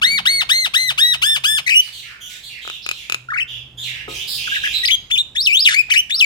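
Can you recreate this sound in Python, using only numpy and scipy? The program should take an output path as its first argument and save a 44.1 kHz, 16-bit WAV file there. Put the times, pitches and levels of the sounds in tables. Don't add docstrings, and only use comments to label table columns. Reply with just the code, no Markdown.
import sys
import numpy as np
from scipy import signal
from scipy.fft import rfft, irfft
from scipy.io import wavfile
from scipy.ndimage import uniform_filter1d, map_coordinates

SR = 44100
rng = np.random.default_rng(int(sys.argv[2]) if len(sys.argv) > 2 else 0)


def transcribe(signal):
    frames = np.atleast_2d(signal).T
    limited = np.clip(frames, -1, 1)
    pcm = np.round(limited * 32767).astype(np.int16)
    wavfile.write(sys.argv[1], SR, pcm)


N = 275604
TOP_HZ = 16200


# [start t/s, length t/s, top f/Hz of the arch, rise t/s, crest t/s after the start,
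# starting level/dB, starting treble level/dB, fundamental level/dB]
SQUAWKS = [(.016, 0.19, 2294, 0.031, 0.11, -14, -15.5, 0),
           (0.254, .1836, 2213, 0.017, .052, -13, -13.5, -2),
           (0.491, 0.19, 2139, 0.02, 0.036, -13.5, -11.5, -3.5),
           (.737, 0.19, 2131, 0.01974, 0.00276, -14, -11, -3),
           (0.977, .1876, 1939, .0155, .113, -14, -11.5, -5.5),
           (1.217, 0.17, 1790, 0.018, 0.071, -13, -10.5, -7),
           (1.437, 0.17, 1769, 0.01182, 0.14, -13, -10, -7.5)]
# [f/Hz, level/dB]
THROAT = [(900, 4), (1900, -1), (2800, 12), (3500, 7), (4500, -5), (5300, -7), (7000, -103)]
# [f/Hz, level/dB]
BEAK = [(3800, -17), (5200, -0.5), (6300, 5), (7500, -1.5), (8800, 4), (10400, -6), (11400, -4.5),
        (14000, -5), (16000, -17.5)]
# [f/Hz, level/dB]
THROAT_GAIN = [(1200, -11.5), (2000, -4), (2500, -0.5), (3200, 1.5), (3500, -3.5), (3780, 8), (4050, -5.5),
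               (4280, 1.5), (4570, -7)]
RISE_SHARE, SAG_PER_S2 = .52, 3.1
DROP_SHARE, DROP_LEAD_S, DROP_S = .72, .018, .006
FADE_DB_PER_S, TREBLE_FADE_DB_PER_S, SLACK_DB = 33.5, 11, 2.5


def squawk(start, length, top_hz, rise_s, crest_s, db, treble_db, fundamental_db,
           jitter=0.003, slack_jitter=0.022, weak_hz=1046.0):
    i, gate = note(start, start + length, edge_s=0.00209)
    age = i / SR - start
    gate = gate * (1 - np.exp(-(i - i[0]) / SR / 0.0077))
    rise = 1 - RISE_SHARE * np.exp(-age / rise_s)
    sag = 1 - SAG_PER_S2 * (age - crest_s) ** 2
    drop = DROP_SHARE / (1 + np.exp((length - DROP_LEAD_S - age) / DROP_S))
    hz = top_hz * rise * sag * (1 - drop)
    slack = np.clip(5 * (.92 - hz / hz.max()), 0, 1)
    throat_gain = shape(THROAT_GAIN, 2 * hz)
    drive = 1 / (1 + (weak_hz / hz) ** 3)
    hz = hz * (1 + (jitter + slack_jitter * slack) * walk(700, len(i)))
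    phase = 2 * np.pi * np.cumsum(hz) / SR
    throat = throat_gain * overtones(hz, phase, THROAT)
    treble_gain = drive * undb(treble_db - TREBLE_FADE_DB_PER_S * age)
    treble = treble_gain * overtones(hz, phase, BEAK)
    fundamental = np.sqrt(2) * drive ** 1.25 * undb(fundamental_db) * np.sin(phase)
    voice = (throat + treble) * undb(SLACK_DB * slack) + fundamental
    return i, voice * gate * undb(db - FADE_DB_PER_S * age)


# [start t/s, end t/s, rate f/Hz, depth as share of pitch]
FLUTTER = [(1.668, 1.751, 137.7, 0.09), (4.55, 4.69, 150.6, 0.0415), (4.876, 4.927, 138, 0.079),
           (5.148, 5.204, 116.3, 0.056), (5.647, 5.75, 113.2, 0.13), (5.912, 5.985, 164.1, 0.095)]
# [f/Hz, level/dB]
OVERTONES = [(2500, 14), (5500, 4.5), (7500, 6.5), (10000, -6.5), (12000, 4), (16000, -15.5)]


def whistle(i, gate, hz, db, overtone_db, jitter=0.0076, flutter_jitter=0.288, tremor_db=2.56):
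    t = i / SR
    bend = jitter * walk(603, len(i))
    wobble, scatter = walk(60, len(i)), walk(900, len(i))
    for start, end, rate, depth in FLUTTER:
        inside = np.clip(np.minimum(t - start, end - t) / 0.0048, 0, 1)
        shake = np.sin(2 * np.pi * rate * (t - start) + 1.22 * wobble)
        bend += depth * inside * (shake + flutter_jitter * scatter)
    phase = 2 * np.pi * np.cumsum(hz * (1 + bend)) / SR
    upper = undb(overtone_db) * overtones(hz, phase, OVERTONES, count=7, rolloff=0.86)
    voice = np.sqrt(2) * np.sin(phase) + upper
    tremor = tremor_db * walk(220, len(i))
    return i, voice * gate * undb(db + tremor)


# [pitch f/Hz, added level/dB, overtone level/dB]
REGISTER = [(600, -38, 3), (1220, -26.5, 15), (1680, -15.5, 1.5), (2110, -6.5, -9.5), (2377, -3.5, -21),
            (2924, -1.5, -14.5), (3250, -3.5, -18), (4260, -5, -20), (5550, -10, -25)]


def sing(i, gate, hz, db):
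    pitch, gain_db, overtone_db = np.transpose(REGISTER)
    return whistle(i, gate, hz, db + np.interp(hz, pitch, gain_db), np.interp(hz, pitch, overtone_db))


SOFT_START_DB = -10.5


def phrase(contour, db, swell_db_per_s, build_s):
    i, gate = note(contour[0][0], contour[-1][0], edge_s=.004)
    hz, = controls(contour, i / SR, smooth_s=0.0025)
    age = (i - i[0]) / SR
    return sing(i, gate, hz, db + swell_db_per_s * age + SOFT_START_DB * np.exp(-age / build_s))


# [share of its length, f/Hz]
SWOOP = [(0, 1660), (.05, 1890), (.085, 3400), (0.281, 3850), (.45, 5000), (0.552, 5550), (.645, 5050),
         (0.714, 3500), (0.789, 2700), (1, 2270)]
# [start t/s, length t/s, level/dB before REGISTER is added, swell in dB per s]
SWOOPS = [(5.353, .155, -11.5, 10), (6.098, .149, -11, 18)]
# [t/s, f/Hz]
FLOURISH = [(5.523, 2442), (5.587, 3830), (5.612, 5042), (5.638, 5116), (5.655, 3508), (5.69, 2003),
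            (5.726, 1496), (5.752, 2190), (5.796, 2554), (5.815, 2414)]
SWOOP_BUILD_S = 0.026


def swoop(start, length, db, swell_db_per_s, ending):
    contour = [(start + share * length, hz) for share, hz in SWOOP] + ending
    return phrase(contour, db, swell_db_per_s, SWOOP_BUILD_S)


# [t/s, f/Hz]
QUAVERS = [
    [(1.666, 2145), (1.674, 1898), (1.687, 2532), (1.698, 1878), (1.706, 2907), (1.716, 2564),
     (1.738, 2439), (1.75, 2825), (1.806, 3005)],
    [(5.888, 585), (5.9, 1135), (5.908, 2260), (5.921, 3115), (5.929, 2347), (5.947, 1792), (5.959, 2400),
     (5.978, 2789), (6.004, 3023)],
]
QUAVER_DB, QUAVER_SWELL_DB_PER_S, QUAVER_BUILD_S = -8.5, -12, 0.0055


def quaver(contour):
    return phrase(contour, QUAVER_DB, QUAVER_SWELL_DB_PER_S, QUAVER_BUILD_S)


# [start t/s, dip t/s, held note t/s, end t/s, high f/Hz,
# dip f/Hz, held f/Hz, level/dB before REGISTER is added, leap t/s after the start, held note's added level/dB]
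CHIRPS = [(4.836, 4.882, 4.907, 4.953, 5064, 2182, 3260, -8, .018, 1.5),
          (5.105, 5.157, 5.178, 5.216, 3485, 2496, 3633, -14, .007, 3.5)]
LEAP_FROM_SHARE, STEP_S = 0.38, .008


def chirp(start, dip, held, end, high_hz, dip_hz, held_hz, db, leap_s, held_db, start_db=-3, dip_db=-4.5):
    i, gate = note(start, end, edge_s=.005)
    part = np.searchsorted(np.sort([start + leap_s, dip, held]), i / SR)
    pitches = [LEAP_FROM_SHARE * high_hz, high_hz, dip_hz, held_hz]
    accents = [start_db, 0, dip_db, held_db]
    steps = np.array([pitches, accents])[:, part]
    glide = max(1, int(STEP_S * SR))
    hz, accent_db = uniform_filter1d(uniform_filter1d(steps, glide), glide)
    return sing(i, gate, hz, db + accent_db)


# [start t/s, length t/s, low f/Hz, flick t/s after the start, flick height f/Hz, level/dB]
YIPS = [(4.474, 0.0081, 1303, 0.00098, 305, -25), (4.518, 0.0622, 1637, .037, 1450, -22.5),
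        (4.637, 0.039, 1665, .019, 1400, -19)]


def yip(start, length, hz, flick_s, flick_hz, db, width_s=0.0055, overtone_db=-16):
    i, gate = note(start, start + length, edge_s=0.002)
    flick = flick_hz * np.exp(-((i / SR - start - flick_s) / width_s) ** 2)
    return whistle(i, gate, hz + flick, db, overtone_db)


def warble(start=3.29, length=.142, from_hz=1420.0, to_hz=2710.0, climb_s=.12, crest_s=0.019, rate_hz=26.0,
           quicken_hz_per_s=75.0, swing=0.261, db=-26, swell_db=9.0, overtone_db=-25):
    i, gate = note(start, start + length, edge_s=.005)
    age = i / SR - start
    climb = np.clip(age / climb_s, 0, 1)
    turns = rate_hz * (age - crest_s) + quicken_hz_per_s * (age - crest_s) ** 2 / 2
    depth = swing * np.clip(np.minimum(age, (length - age) / 2) / 0.0202, 0, 1)
    centre_hz = from_hz * (to_hz / from_hz) ** climb ** 1.45
    hz = centre_hz * (1 + depth * np.cos(2 * np.pi * turns))
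    return whistle(i, gate, hz, db + swell_db * climb, overtone_db)


# [f/Hz, left minus right level/dB]
BALANCE_DB = [(800, -1), (1300, -4), (1800, -1), (2200, 6.5), (2520, 11.5), (2900, 0), (3350, 8.5),
              (3650, -3), (4000, 10.5), (4180, -2.5), (4400, 3), (4900, 0), (5400, -0.5), (16000, 5.5)]


def song():
    notes = [squawk(*row) for row in SQUAWKS]
    notes += [quaver(contour) for contour in QUAVERS]
    notes += [warble()]
    notes += [yip(*row) for row in YIPS]
    notes += [chirp(*row) for row in CHIRPS]
    notes += [swoop(*SWOOPS[0], FLOURISH), swoop(*SWOOPS[1], [])]
    voice = np.zeros(N)
    for i, sound in notes:
        voice[i] += sound
    lean_db = 20 * np.log10(shape(BALANCE_DB, np.fft.rfftfreq(N, 1 / SR)))
    return irfft(pan(rfft(voice), lean_db), N)


# [t/s, level/dB before a common cut, added treble level/dB]
CLICKS = [(2.651, -18.5, -11.5), (2.6763, -10, -6), (2.6993, -12.5, -1), (2.8636, -11.5, 2.5),
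          (2.8897, -11, 7), (2.9129, -11, 6.5), (3.098, -9, 3.5), (3.1223, -8.5, 7), (3.1446, -8.5, 5.5)]
# [f/Hz, level/dB, t/s to die by 60 dB]
CLICK_MODES = [(378, -12.5, 0.0078), (1349, -2.5, 0.0098), (2498, 1, 0.015), (2740, 2.5, 0.0062),
               (3898, -3.5, 0.0049), (5098, -12.5, 0.0087), (6620, -8, 0.0044), (7800, -9, 0.00276),
               (11000, -12, 0.0025), (14700, -26.5, .006)]


def click(start, db, treble_db, pan_db=3):
    t = np.arange(SR // 40) / SR
    ring = np.zeros(len(t))
    for k, (hz, mode_db, t60) in enumerate(CLICK_MODES):
        fading_db = mode_db + treble_db * (hz > 2000) - 60 * t / t60
        ring += undb(fading_db) * np.sin(2 * np.pi * hz * t) * (-1) ** k
    return int(start * SR) + np.arange(len(t)), pan(undb(db - 3.5) * ring, pan_db)


# [f/Hz, level/dB, t/s to die by 60 dB]
PERCH_MODES = [(267, 3.5, 0.22), (340, 8.5, 0.25), (392, -5.5, 0.89), (438, 11, 0.191), (496, -7, 0.2),
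               (534, 3, 0.233), (710.4, 3, 0.128), (855, 1, 0.162), (1045.6, 3.5, 0.167), (1260, 10, 0.18)]


def thud(start=4.078, db=-43, rustle_db=-39, rustle_t60=0.47):
    i = np.arange(int(start * SR), int((start + .5) * SR))
    age = (i - i[0]) / SR
    ring = np.zeros(len(i))
    for hz, mode_db, t60 in PERCH_MODES:
        ring += undb(mode_db - 60 * age / t60) * np.sin(2 * np.pi * (hz * age + rng.random()))
    feathers = noise([(100, -17.5), (250, -0.5), (1100, -2.5), (2000, -12), (16000, -30.5)])[i]
    rustle = feathers * undb(rustle_db - 60 * age / rustle_t60)
    return i, pan((undb(db) * ring + rustle) * np.minimum(age / 0.0015, 1), 0)


PORT_LAG_S = 0.00021


def near_bird(dry, room_db=-16.0, room_pan_db=-7.5, early_db=-15, cage_db=-21):
    late_right = map_coordinates(dry[1], [np.arange(N) - PORT_LAG_S * SR], order=3)
    direct = np.array([dry[0], late_right])
    source = dry.mean(axis=0)
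    cage = undb(cage_db) * reverberate(source, t60=0.016, treble_t60=0.036, treble_db=17.5, gap_s=0.00017)
    early = undb(early_db) * reverberate(source, t60=0.197, treble_t60=0.14, treble_db=5.5, gap_s=0.0059)
    room = undb(room_db) * reverberate(source, t60=0.46, treble_t60=0.56, treble_db=-3.0)
    return direct + cage + early + pan(room, room_pan_db)


# [f/Hz, level/dB]
CHATTER_OVERTONES = [(4000, 10), (5800, 6.5), (7400, 0.5), (9000, -3.5), (10600, -6.5), (12500, -1.5),
                     (16000, -10)]
CHATTER_ATTACK_S, CHATTER_RELEASE_S, CHATTER_FADE_DB, BUZZ_GROWTH = .018, 0.017, 2.5, 0.48


def chatter_note(start, length, from_hz, to_hz, db, overtone_db, depth, buzz_hz=169.0, unevenness=.35,
                 chaos=0.1755, jitter=0.00562):
    i = np.arange(int((start - CHATTER_ATTACK_S / 2) * SR), int((start + length + CHATTER_RELEASE_S) * SR))
    age = i / SR - start
    along = np.clip(age / length, 0, 1)
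    attack = age / CHATTER_ATTACK_S + .5
    release = 1 - (age - length) / CHATTER_RELEASE_S
    gate = np.clip(np.minimum(attack, release), 0, 1)
    hz = from_hz + (to_hz - from_hz) * along
    shake = np.sin(2 * np.pi * np.cumsum(buzz_hz * (1 + unevenness * walk(120, len(i)))) / SR)
    depth = depth * (1 + BUZZ_GROWTH * (along - .5))
    shaken_hz = hz * (1 + depth * (shake + chaos * walk(1100, len(i))) + jitter * walk(508, len(i)))
    phase = 2 * np.pi * np.cumsum(shaken_hz) / SR
    upper = undb(overtone_db) * overtones(hz, phase, CHATTER_OVERTONES, count=8)
    return i, np.sqrt(2) * np.sin(phase) + upper, gate * undb(db - CHATTER_FADE_DB * along)


# [start t/s, length t/s, first f/Hz, last f/Hz, starting level/dB,
# overtone level/dB against the note, buzz depth midway as share of pitch]
CHATTER = [(1.81, 0.075, 3950, 3150, -34, -6.5, 0.384), (1.927, 0.079, 3973, 3292, -31.5, -9, 0.18),
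           (2.024, .11, 2726, 1942, -34.5, -13, .25), (2.21, 0.065, 3225, 3190, -31.5, -6, 0.0888),
           (2.293, 0.071, 3163, 2741, -34.5, -3, 0.32), (2.431, 0.056, 3773, 3850, -31.5, -10, 0.14),
           (2.494, 0.1, 2750, 2192, -33, -16.5, 0.15), (2.617, 0.15, 3585, 3106, -30, -16, 0.1546),
           (2.825, 0.037, 4820, 4390, -32.5, -23.5, 0.174), (2.914, .05, 3700, 3270, -32, -14, 0.175),
           (2.97, 0.078, 3208, 2713, -33.5, -10, 0.222), (3.48, .09, 3316, 3000, -27.5, -21.5, .11),
           (3.779, 0.0489, 3404, 3590, -24.5, -12.5, 0.055), (3.832, 0.0645, 3615, 2677, -23.5, -13, .24),
           (3.915, 0.1, 2493, 2358, -29.5, -18.5, .23), (4.088, .045, 3360, 3000, -28.5, -9, 0.245),
           (4.14, .055, 2950, 2755, -26, -6, .15), (4.204, 0.021, 3220, 3299, -21, -15, 0.11),
           (4.276, 0.092, 4313, 4320, -22, -7.5, 0.1885), (4.378, 0.099, 2906, 2851, -23.5, -12, 0.163),
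           (4.486, 0.091, 3166, 3200, -21.5, -15, 0.18), (4.621, 0.13, 2852, 3127, -21.5, -14, 0.19),
           (4.737, 0.0447, 3909, 3908, -15.5, -19, 0.043)]
# [f/Hz, level/dB]
CHATTER_AIR = [(600, 1.5), (1200, -3), (1700, 10.5), (3600, 1), (5200, 14.5), (6300, -59), (9000, -64),
               (16000, -70)]


def chatter(air_db=-21):
    voice, air = np.zeros(N), undb(air_db) * noise(CHATTER_AIR)
    for row in CHATTER:
        i, tone, envelope = chatter_note(*row)
        voice[i] += (tone + air[i]) * envelope
    return voice


def far_bird(voice, direct_db=-7, room_db=0.5, pan_db=-5):
    room = reverberate(voice, t60=0.49, treble_t60=0.38, treble_db=-1.0)
    return pan(undb(direct_db) * voice + undb(room_db) * room, pan_db)


# [t/s, f/Hz, level/dB]
FAR_CALLS = [
    [(.35, 1580, -50), (.43, 1860, -43), (.5, 1850, -45)],
    [(2.06, 1356, -50), (2.2, 1440, -51.5), (2.38, 1490, -47)],
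    [(6.15, 1320, -51), (6.2, 1336, -40), (6.25, 1420, -53)],
]


def far_call(rows):
    i, gate = note(rows[0][0], rows[-1][0], edge_s=0.011)
    hz, db = controls(rows, i / SR, smooth_s=0.019)
    phase = 2 * np.pi * np.cumsum(hz * (1 + 0.0054 * walk(157, len(i)))) / SR
    return i, pan(gate * undb(db) * np.sin(phase), -8.0)


# [f/Hz, level/dB per Hz]
ROOM_NOISE = [(20, -34), (30, -15), (40, 1), (65, 4.5), (90, -3), (140, -2), (220, -9), (400, -14),
              (800, -17.5), (1500, -22), (4000, -29), (10000, -41), (16000, -45)]
# [t/s, level/dB]
ROOM_LEVEL = [(0, -47), (1.3, -51.5), (1.9, -55.5), (3.1, -54.5), (4.4, -47), (5.2, -50), (6.25, -54)]
# [start t/s, end t/s, f/Hz, level/dB]
HUM = [(0, 0.303, 128.5, -55), (0.841, 1.65, 135, -51.5), (3.103, 4.45, 126.8, -50)]
# [f/Hz, level/dB]
DRONE = [(183, -49.5), (221, -50.5)]
HUM_HZ, HUM_DB, HUM_SWELL_S = 124.2, -60.5, 0.082


def background(side_db=-14):
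    t = clock()
    hum = wavering(HUM_HZ, HUM_DB)
    for start, end, hz, db in HUM:
        hum = hum + wavering(hz, db) * np.clip(np.minimum(t - start, end - t) / HUM_SWELL_S + .5, 0, 1)
    drone = sum(wavering(hz, db) for hz, db in DRONE) * np.interp(t, [.18, .34], [1, 0])
    air = noise(ROOM_NOISE) + undb(side_db) * noise(ROOM_NOISE) * np.array([[1], [-1]])
    air_db, = controls(ROOM_LEVEL, t, smooth_s=0.13)
    return hum + drone + air * undb(air_db)


def wavering(hz, db, waver_db=2.0, drift=0.0298):
    level = undb(db + waver_db * walk(10, N))
    phase = 2 * np.pi * np.cumsum(hz * (1 + drift * walk(23, N))) / SR
    return np.sqrt(2) * level * np.sin(phase)


def reverberate(x, t60, treble_t60, treble_db, gap_s=0.0017):
    t = np.arange(SR) / SR
    reflections = rng.standard_normal((2, SR))
    low_gain = shape([(4500, -3.0), (8000, -15), (16000, -31.5)], np.fft.rfftfreq(SR, 1 / SR))
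    low = irfft(rfft(reflections) * low_gain, SR)
    treble = (reflections - low) * undb(treble_db - 60 * t / treble_t60)
    response = (low * undb(-60 * t / t60) + treble) * (t > gap_s)
    response /= np.linalg.norm(undb(-60 * t / t60))
    return signal.fftconvolve(x[None], response, axes=1)[:, :N]


def overtones(hz, phase, spectrum, count=18, rolloff=0):
    k = np.arange(2, count)[:, None]
    below_top = np.clip((TOP_HZ + 1000 - k * hz) / 1000, 0, 1)
    weights = shape(spectrum, k * hz) / k ** rolloff * below_top
    total = np.sum(weights * np.sin(k * phase), axis=0)
    return np.sqrt(2) * total / np.sqrt(np.sum(weights ** 2, axis=0) + 1e-12)


def note(start, end, edge_s):
    start, end = start - edge_s, end + edge_s
    i = np.arange(max(0, int(start * SR)), min(N, int(end * SR)))
    edge = np.clip(np.minimum(i / SR - start, end - i / SR) / edge_s, 0, 1)
    return i, np.sin(np.pi / 2 * edge) ** 2


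def controls(rows, t, smooth_s):
    s, *columns = np.transpose(rows)
    width = max(1, int(smooth_s * SR))
    return [uniform_filter1d(np.interp(t, s, column), width) for column in columns]


def walk(rate, size):
    steps = np.arange(size) * rate / SR
    return 1.295 * np.interp(steps, np.arange(size), rng.standard_normal(size))


def pan(x, db):
    gains = np.array([undb(db / 2), undb(-db / 2)]).reshape(2, -1)
    return x * gains / np.sqrt(np.mean(gains ** 2, axis=0))


def noise(points):
    return unit(irfft(rfft(rng.standard_normal(N)) * shape(points, np.fft.rfftfreq(N, 1 / SR)), N))


def shape(points, hz):
    f, db = np.transpose(points)
    return undb(np.interp(np.log(np.maximum(hz, 1)), np.log(f), db))


def unit(x):
    return x / np.sqrt(np.mean(x ** 2))


def undb(db):
    return 10 ** (np.asarray(db) / 20)


def clock():
    return np.arange(N) / SR


def scene():
    dry = song()
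    for i, sound in [*(click(*row) for row in CLICKS), thud(), *map(far_call, FAR_CALLS)]:
        dry[:, i] += sound
    return near_bird(dry) + far_bird(chatter()) + background()


def record(dry):
    rounded = dry / (1 + (np.abs(dry) / .95) ** 6) ** (1 / 6)
    return signal.sosfilt(signal.ellip(10, .2, 80, TOP_HZ, fs=SR, output="sos"), rounded)


dry = scene()
out = record(dry)
transcribe(out)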